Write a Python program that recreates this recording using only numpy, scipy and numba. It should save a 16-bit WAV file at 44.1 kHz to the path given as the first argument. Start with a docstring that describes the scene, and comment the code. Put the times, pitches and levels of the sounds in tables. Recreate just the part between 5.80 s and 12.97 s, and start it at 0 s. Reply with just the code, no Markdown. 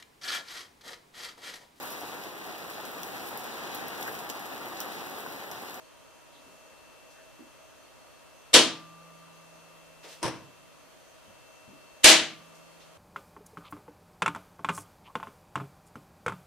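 """A heavy steel computer case is tugged and jolts three times with a sharp, ringing snap, twice hard.
Each jolt is a brief scrape, a crack, a short rattle and a deep thud; the steel panels ring and the
small room answers. Hands rub the case, and there are dull bumps as it is handled and settles.
Behind it all are a fan's hush and a thin electrical whine. A limiter flattens the hard jolts."""
import sys
import numpy as np
from scipy import signal
from scipy.fft import rfft, irfft
from scipy.io import wavfile
from scipy.ndimage import uniform_filter1d
from numba import njit

SR = 44100
rng = np.random.default_rng(int(sys.argv[2]) if len(sys.argv) > 2 else 0)


def wrap_up_sound(samples):
    """Save the sound to the file named by the first command line argument, as 16-bit audio."""
    columns = np.atleast_2d(samples).T
    # keep every value between -1 and 1, then stretch to whole-number steps
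    tamed = np.clip(columns, -1, 1)
    steps = np.round(tamed * 32767).astype(np.int16)
    wavfile.write(sys.argv[1], SR, steps)


N = 316405
T = np.arange(N) / SR

# The jolts. Each row: start in seconds, level in dB, crack and scrape in relative dB, the scrape's
# head start in seconds, rattle in relative dB, its length in seconds, ring time factor, thud in dB.
JOLTS = [(2.7402, -7, 3, -8, 0.0095, -5.5, 0.013, 0.95, -35),
         (4.4290, -28, 1.5, -15, 0.016, -1, 0.049, 1.145, -76),
         (6.2430, 1, -4.5, -21.5, 0.011, -3, .055, 0.97, -23.5)]
# Each jolt has its own tone. Each row: frequency in Hz, relative dB in jolts 1 to 3.
JOLT_TONES = [(30, -42, -46, -31.5), (70, -31, -14, -30.5), (125.2, -18.5, -3.5, -24),
              (200, -13, -7.5, -15), (292, -3, -1.5, -9), (544, -3.5, -0.5, -5), (700, -7, -8, -5),
              (1020, -6, -2, -8.5), (1450, -7.5, -9, -7), (2200, -7.5, -11, -1.5), (3200, -1, -14.5, 0),
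              (4400, -4, -17, -1.5), (5600, -6, -11, -5), (6840, -8, -24, -3.5), (9200, -9, -17, -7),
              (11900, -22, -30, -15), (15500, -38, -39, -35)]
# The case's own notes. Each row: pitch in Hz, t60 (seconds to fade by 60 dB), dB in jolts 1 to 3.
CASE_NOTES = [(165.6, 6.2, -52, -70, -57), (1185, 2.8, -44.5, -64, -53), (131, .4, -48, -40, -46),
              (262, .3, -24, -40, -27), (323, .45, -21.5, -31, -16.5), (354, .3, -28, -47, -17),
              (483, .28, -19, -42, -24), (520, .28, -21, -41, -23), (612, .28, -29, -39, -13),
              (638, .3, -23, -39, -12), (840, .28, -33, -47, -22), (937, .24, -30, -28, -27),
              (1040, .26, -28, -38, -24), (1709, .32, -30, -45, -15), (1953, .24, -29, -53, -11.5),
              (2246, .27, -36, -49, -13), (2396, .26, -27, -51, -17), (2930, .29, -21, -57, -18),
              (3078, .29, -22, -57, -19), (3122, .29, -19, -47, -14), (3202, .29, -28, -54, -16),
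              (3515, .3, -34, -52, -15), (3628, .3, -30, -58, -17), (3700, .3, -23, -57, -16),
              (4075, .24, -21, -48, -20), (4278, .24, -22, -51, -19), (4669, .28, -27, -60, -16),
              (4946, .24, -25, -47, -15), (5712, .24, -18, -48, -21), (6057, .24, -42, -51, -14)]
# How long panels and room ring together. Each row: frequency in Hz, t60 in seconds.
RING_TIMES = [(50, .35), (130, 0.77), (400, 0.37), (1200, 0.41), (3200, 0.39), (5500, 0.35), (8000, 0.3),
              (14000, .225)]
# The desk carries the bass to the right; the case faces left.
# Each row: frequency in Hz, left minus right in dB.
SIDE_LEAN = [(40, -11), (110, -4), (170, -5), (320, 0.5), (700, 1.2), (4500, 1.7), (10000, .7)]
# How alike the room sounds in both ears. Each row: frequency in Hz, likeness (1 same, -1 opposite).
ROOM_LIKENESS = [(100, 0.25), (400, 0.71), (1000, 0.99), (2500, .62), (5000, 0.5), (9000, -0.13),
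                 (15000, -.1)]
# Dull bumps of handling and of the case settling.
# Each row: start in seconds, level in dB, pitch in Hz, width in octaves, t60 in seconds.
SOFT_BUMPS = [(.545, -60, 284, 0.18, 0.46), (.66, -57.5, 228, 0.8, 0.47), (1.593, -43.5, 290, 0.24, 0.25),
              (4.244, -49.5, 500, 0.68, 0.44), (4.423, -44, 320, .5, 0.1), (4.447, -34, 123, 0.36, 0.26),
              (5.47, -60, 140.6, 0.83, 0.8), (5.874, -54, 167.6, .6, 0.61), (5.93, -52.5, 280, 0.28, 0.22)]
# Fingers and sleeve rubbing the case.
# Each row: start in seconds, level in dB, length in seconds, pitch in Hz, width in octaves.
HAND_RUBS = [(0.525, -61, .05, 3600, 0.21), (0.606, -65, 0.16, 6000, .9), (1.303, -61, 0.02, 5000, .7),
             (1.344, -62, 0.053, 1670, .2), (4.232, -48.5, 0.022, 2400, 1.2),
             (4.272, -48.5, 0.068, 3330, 1.14), (6.745, -60, 0.012, 6150, 0.69),
             (7.001, -56.5, 0.014, 3270, 0.68)]
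# The hush of fan and room. Each row: frequency in Hz, relative level in dB.
HUSH_TONE = [(15, -36), (28, -16.5), (75, -10.5), (140, -3), (188, -11), (281, -4), (389, -9.5), (560, -3),
             (760, -10), (945, -10), (1900, -14.5), (2770, -17), (3720, -19), (6380, -22), (10000, -23.5),
             (15500, -31.5)]
# How alike the hush is in both ears. Each row: frequency in Hz, likeness.
AIR_LIKENESS = [(30, 0.34), (120, -0.94), (280, -0.6), (700, 0.5), (2500, 0.3), (6000, 0.1), (14000, .1)]
# Resonances of the fan's airflow. Each row: pitch in Hz, width in octaves, level in dB.
AIR_BANDS = [(628, 0.051, -68), (1205, 0.2, -66.5), (3073, 0.14, -72.5), (4385, 0.017, -75),
             (6240, 0.076, -72)]
# The fan's steady tones. Each row: pitch in Hz, level in dB.
FAN_TONES = [(641, -67.5), (952, -69), (2460, -74.5), (3131, -73), (3343, -76)]
# Slow dips in the whine. Each row: middle in seconds, level change in dB, half-width in seconds.
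WHINE_LEVEL_DIPS = [(.05, -9, 0.71), (2.2, -6, .6), (5.2, -8.5, 0.31), (7.2, -7, .27)]


def jolts():
    """The case is tugged and jolts three times with a sharp, ringing snap."""
    out = np.zeros((2, N))
    early = .02  # seconds of space for the scrape
    t = np.arange(SR) / SR - early
    for index, (at, db, *shape, thud_db) in enumerate(JOLTS):
        colour = [(hz, levels_db[index]) for hz, *levels_db in JOLT_TONES]
        out[:, int(at * SR):] *= undb(-13.5)  # earlier ringing drops at each new jolt
        add(out, undb(db) * snap(colour, *shape, t) + undb(thud_db) * thud(t), at - early)
        add(out, case_notes(index), at)
    return out


def snap(colour, crack_db, scrape_db, lead, rattle_db, rattle_s, stretch, t):
    """A brief scrape ends in a crack, loose parts chatter, and all of it rings on."""
    size = len(t)
    gain = undb(lookup(colour, bins(size)))
    # the crack is brighter than the ring
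    brighten = undb(lookup([(300, -8), (2500, -1.5), (9000, 5)], bins(size)))
    bright_noise = noise(gain * brighten, likeness=[(100, .71), (3000, .34), (10000, .53)], size=size)
    crack = undb(crack_db) * fade(t, t60=.046, rise=.0001) * bright_noise
    # the scrape swells until the crack
    scrape = undb(scrape_db) * np.clip(1 + t / lead, 0, 1) ** 1.2 * np.exp(-np.maximum(t, 0) / .004)
    # loose parts strike four times, each a little off the beat
    beats = (np.arange(1, 5) + rng.uniform(-.3, .3, size=4)) / 4
    rattle = np.sqrt(sum(fade(t - beat * rattle_s, t60=.068, rise=.00016) ** 2 for beat in beats))
    clatter = (scrape + undb(rattle_db) * rattle) * leaning_noise(gain, size)
    return crack + clatter + dense_ring(gain, t, stretch)


def dense_ring(gain, t, stretch):
    """Countless panel and room notes blur into bands of noise that die away, the treble first."""
    size = len(t)
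    spectrum = rfft(leaning_noise(gain, size))
    centres = 2 ** np.arange(5, 14.5, .5)  # Hz, half an octave apart
    out = 0
    for hz, pick in zip(centres, np.eye(len(centres))):
        band = irfft(spectrum * np.interp(np.log(bins(size) + 1), np.log(centres), pick), size)
        # low notes take longer to build up
        out += band * fade(t, stretch * lookup(RING_TIMES, hz), rise=.0072 + 1.2 / hz)
    return out


def case_notes(index):
    """The jolted steel rings at its strongest notes; two of them sing on for seconds."""
    out = 0
    t = T[:int(3.5 * SR)]
    for hz, t60, *levels_db in CASE_NOTES:
        gain = undb(levels_db[index] + lean_db(hz))
        phase = rng.uniform(0, 2 * np.pi)
        # higher notes reach the two ears less in step
        right_shift = .21 + .8 * rng.standard_normal() * min(hz / 5000, 1)
        phases = np.array([[phase], [phase + right_shift]])
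        out += gain * np.sin(2 * np.pi * hz * t + phases) * fade(t, t60, rise=.004)
    return out


def thud(t):
    """The thud under a jolt: a few deep swings that die fast."""
    swing = np.sin(2 * np.pi * 27 * t) + .7 * np.sin(2 * np.pi * 52 * t)
    return np.tile(swing * fade(t, t60=.08, rise=.002), (2, 1))


def bumps_and_rubs():
    """Dull bumps of handling and of the case settling, and rubs that catch and slip in tiny grains."""
    out = np.zeros((2, N))
    t = T[:SR]
    for at, db, hz, octaves, t60 in SOFT_BUMPS:
        bump = noise(hump(bins(SR), hz, octaves), ROOM_LIKENESS, SR)
        add(out, undb(db) * bump * fade(t, t60, rise=.0012), at)
    for at, db, length, hz, octaves in HAND_RUBS:
        slips = rng.exponential(size=SR) ** 4 * (t < length)
        power = signal.lfilter([1], [1, -np.exp(-1 / (.019 * SR))], slips)  # the room smears each slip
        rub = noise(hump(bins(SR), hz, octaves), ROOM_LIKENESS, SR)
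        add(out, undb(db) * np.sqrt(power / power.max()) * rub, at)
    return out


def fan():
    """Moving air makes a steady hush with a few resonances and faint tones."""
    hz = bins(N)
    air = undb(-55 + .3 * drift(1.7)) * noise(undb(lookup(HUSH_TONE, hz)), AIR_LIKENESS, N)
    for centre_hz, octaves, db in AIR_BANDS:
        air += undb(db + 1.8 * drift(15)) * noise(hump(hz, centre_hz, octaves), AIR_LIKENESS, N)
    return air + sum(tone(*row) for row in FAN_TONES)


def whine(hz=2684, db=-58, right_db=-9.5):
    """A thin electrical whine on the left that dips every two or three seconds."""
    dips_db = sum(depth * np.exp(-((T - at) / width) ** 2) for at, depth, width in WHINE_LEVEL_DIPS)
    left = tone(hz, db + dips_db)
    return np.array([left, undb(right_db) * left])


def tone(hz, db):
    """A thin tone that wavers a little in pitch and level."""
    return undb(db + 1.3 * drift(1.3)) * np.sin(2 * np.pi * np.cumsum(hz + 1.3 * drift(7.6)) / SR)


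def leaning_noise(gain, size):
    """Room sound of the case, each band leaning to its own side."""
    return noise(gain * undb(lean_db(bins(size))), ROOM_LIKENESS, size)


def lean_db(hz):
    """Left and right level changes in dB that push a frequency to its side."""
    return lookup(SIDE_LEAN, hz) * np.array([[1], [-1]]) / 2


def noise(gain, likeness, size):
    """Stereo noise of strength 1, with a given tone and likeness between the ears."""
    alike = np.clip(lookup(likeness, bins(size)), -1, 1)
    mid, side = rfft(rng.standard_normal((2, size)))
    mid, side = mid * np.sqrt(1 + alike), side * np.sqrt(1 - alike)
    return unit(irfft(gain * np.array([mid + side, mid - side]), size))


def fade(t, t60, rise):
    """Silence before t = 0, then a quick rise and a fall of 60 dB every t60 seconds."""
    t = np.maximum(t, 0)
    return (1 - np.exp(-t / rise)) * np.exp(-np.log(1000) * t / t60)


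def drift(rate):
    """Smooth random wandering of size about 1, with `rate` new values a second."""
    hold = int(SR / rate)
    steps = np.repeat(rng.standard_normal(N // hold + 1), hold)
    return unit(uniform_filter1d(uniform_filter1d(steps, hold), hold)[:N])


def hump(hz, centre_hz, octaves):
    """A bell-shaped peak around one pitch."""
    return np.exp(-.5 * (np.log2((hz + 1) / centre_hz) / octaves) ** 2)


def lookup(table, hz):
    """Read between (Hz, value) rows, with every octave equally wide."""
    row_hz, value = np.transpose(table)
    return np.interp(np.log(hz + 1), np.log(row_hz), value)


def bins(size):
    """The frequencies in a sound of this many samples."""
    return np.arange(size // 2 + 1) * SR / size


def undb(db):
    """Turn decibels into a multiplier."""
    return 10 ** (np.asarray(db) / 20)


def unit(x):
    """Scale to an average strength (rms) of 1."""
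    return x / np.sqrt(np.mean(x ** 2))


def add(out, x, at):
    """Mix x into out from a given second on."""
    i = int(at * SR)
    out[:, i:i + x.shape[1]] += x[:, :N - i]


@njit
def follow(x, attack, release):
    """Track the level of x, rising fast and falling slowly."""
    out, level = np.empty(len(x)), 0.
    for i in range(len(x)):
        level += (x[i] - level) * (attack if x[i] > level else release)
        out[i] = level
    return out


def limiter(x, ceiling_db, attack_s, release_s):
    """Turn both channels down while the sound is over the ceiling."""
    level = follow(np.abs(x).max(axis=0), 1 / (attack_s * SR), 1 / (release_s * SR))
    level = np.roll(level, -24)  # look 24 samples ahead
    return x * np.minimum(1, undb(ceiling_db) / (level + 1e-9))


def scene():
    """Jolts, bumps and rubs over the fan and the whine."""
    return jolts() + bumps_and_rubs() + fan() + whine()


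def record(dry):
    """Hold down the hard jolts, chop off their first peaks and cut the highest treble."""
    held = limiter(dry, ceiling_db=-2.5, attack_s=.00023, release_s=.011)
    treble_cut = signal.ellip(10, .2, 70, 15500, fs=SR, output="sos")
    return signal.sosfilt(treble_cut, np.clip(held, -1, 1))


dry = scene()
out = record(dry)
wrap_up_sound(out)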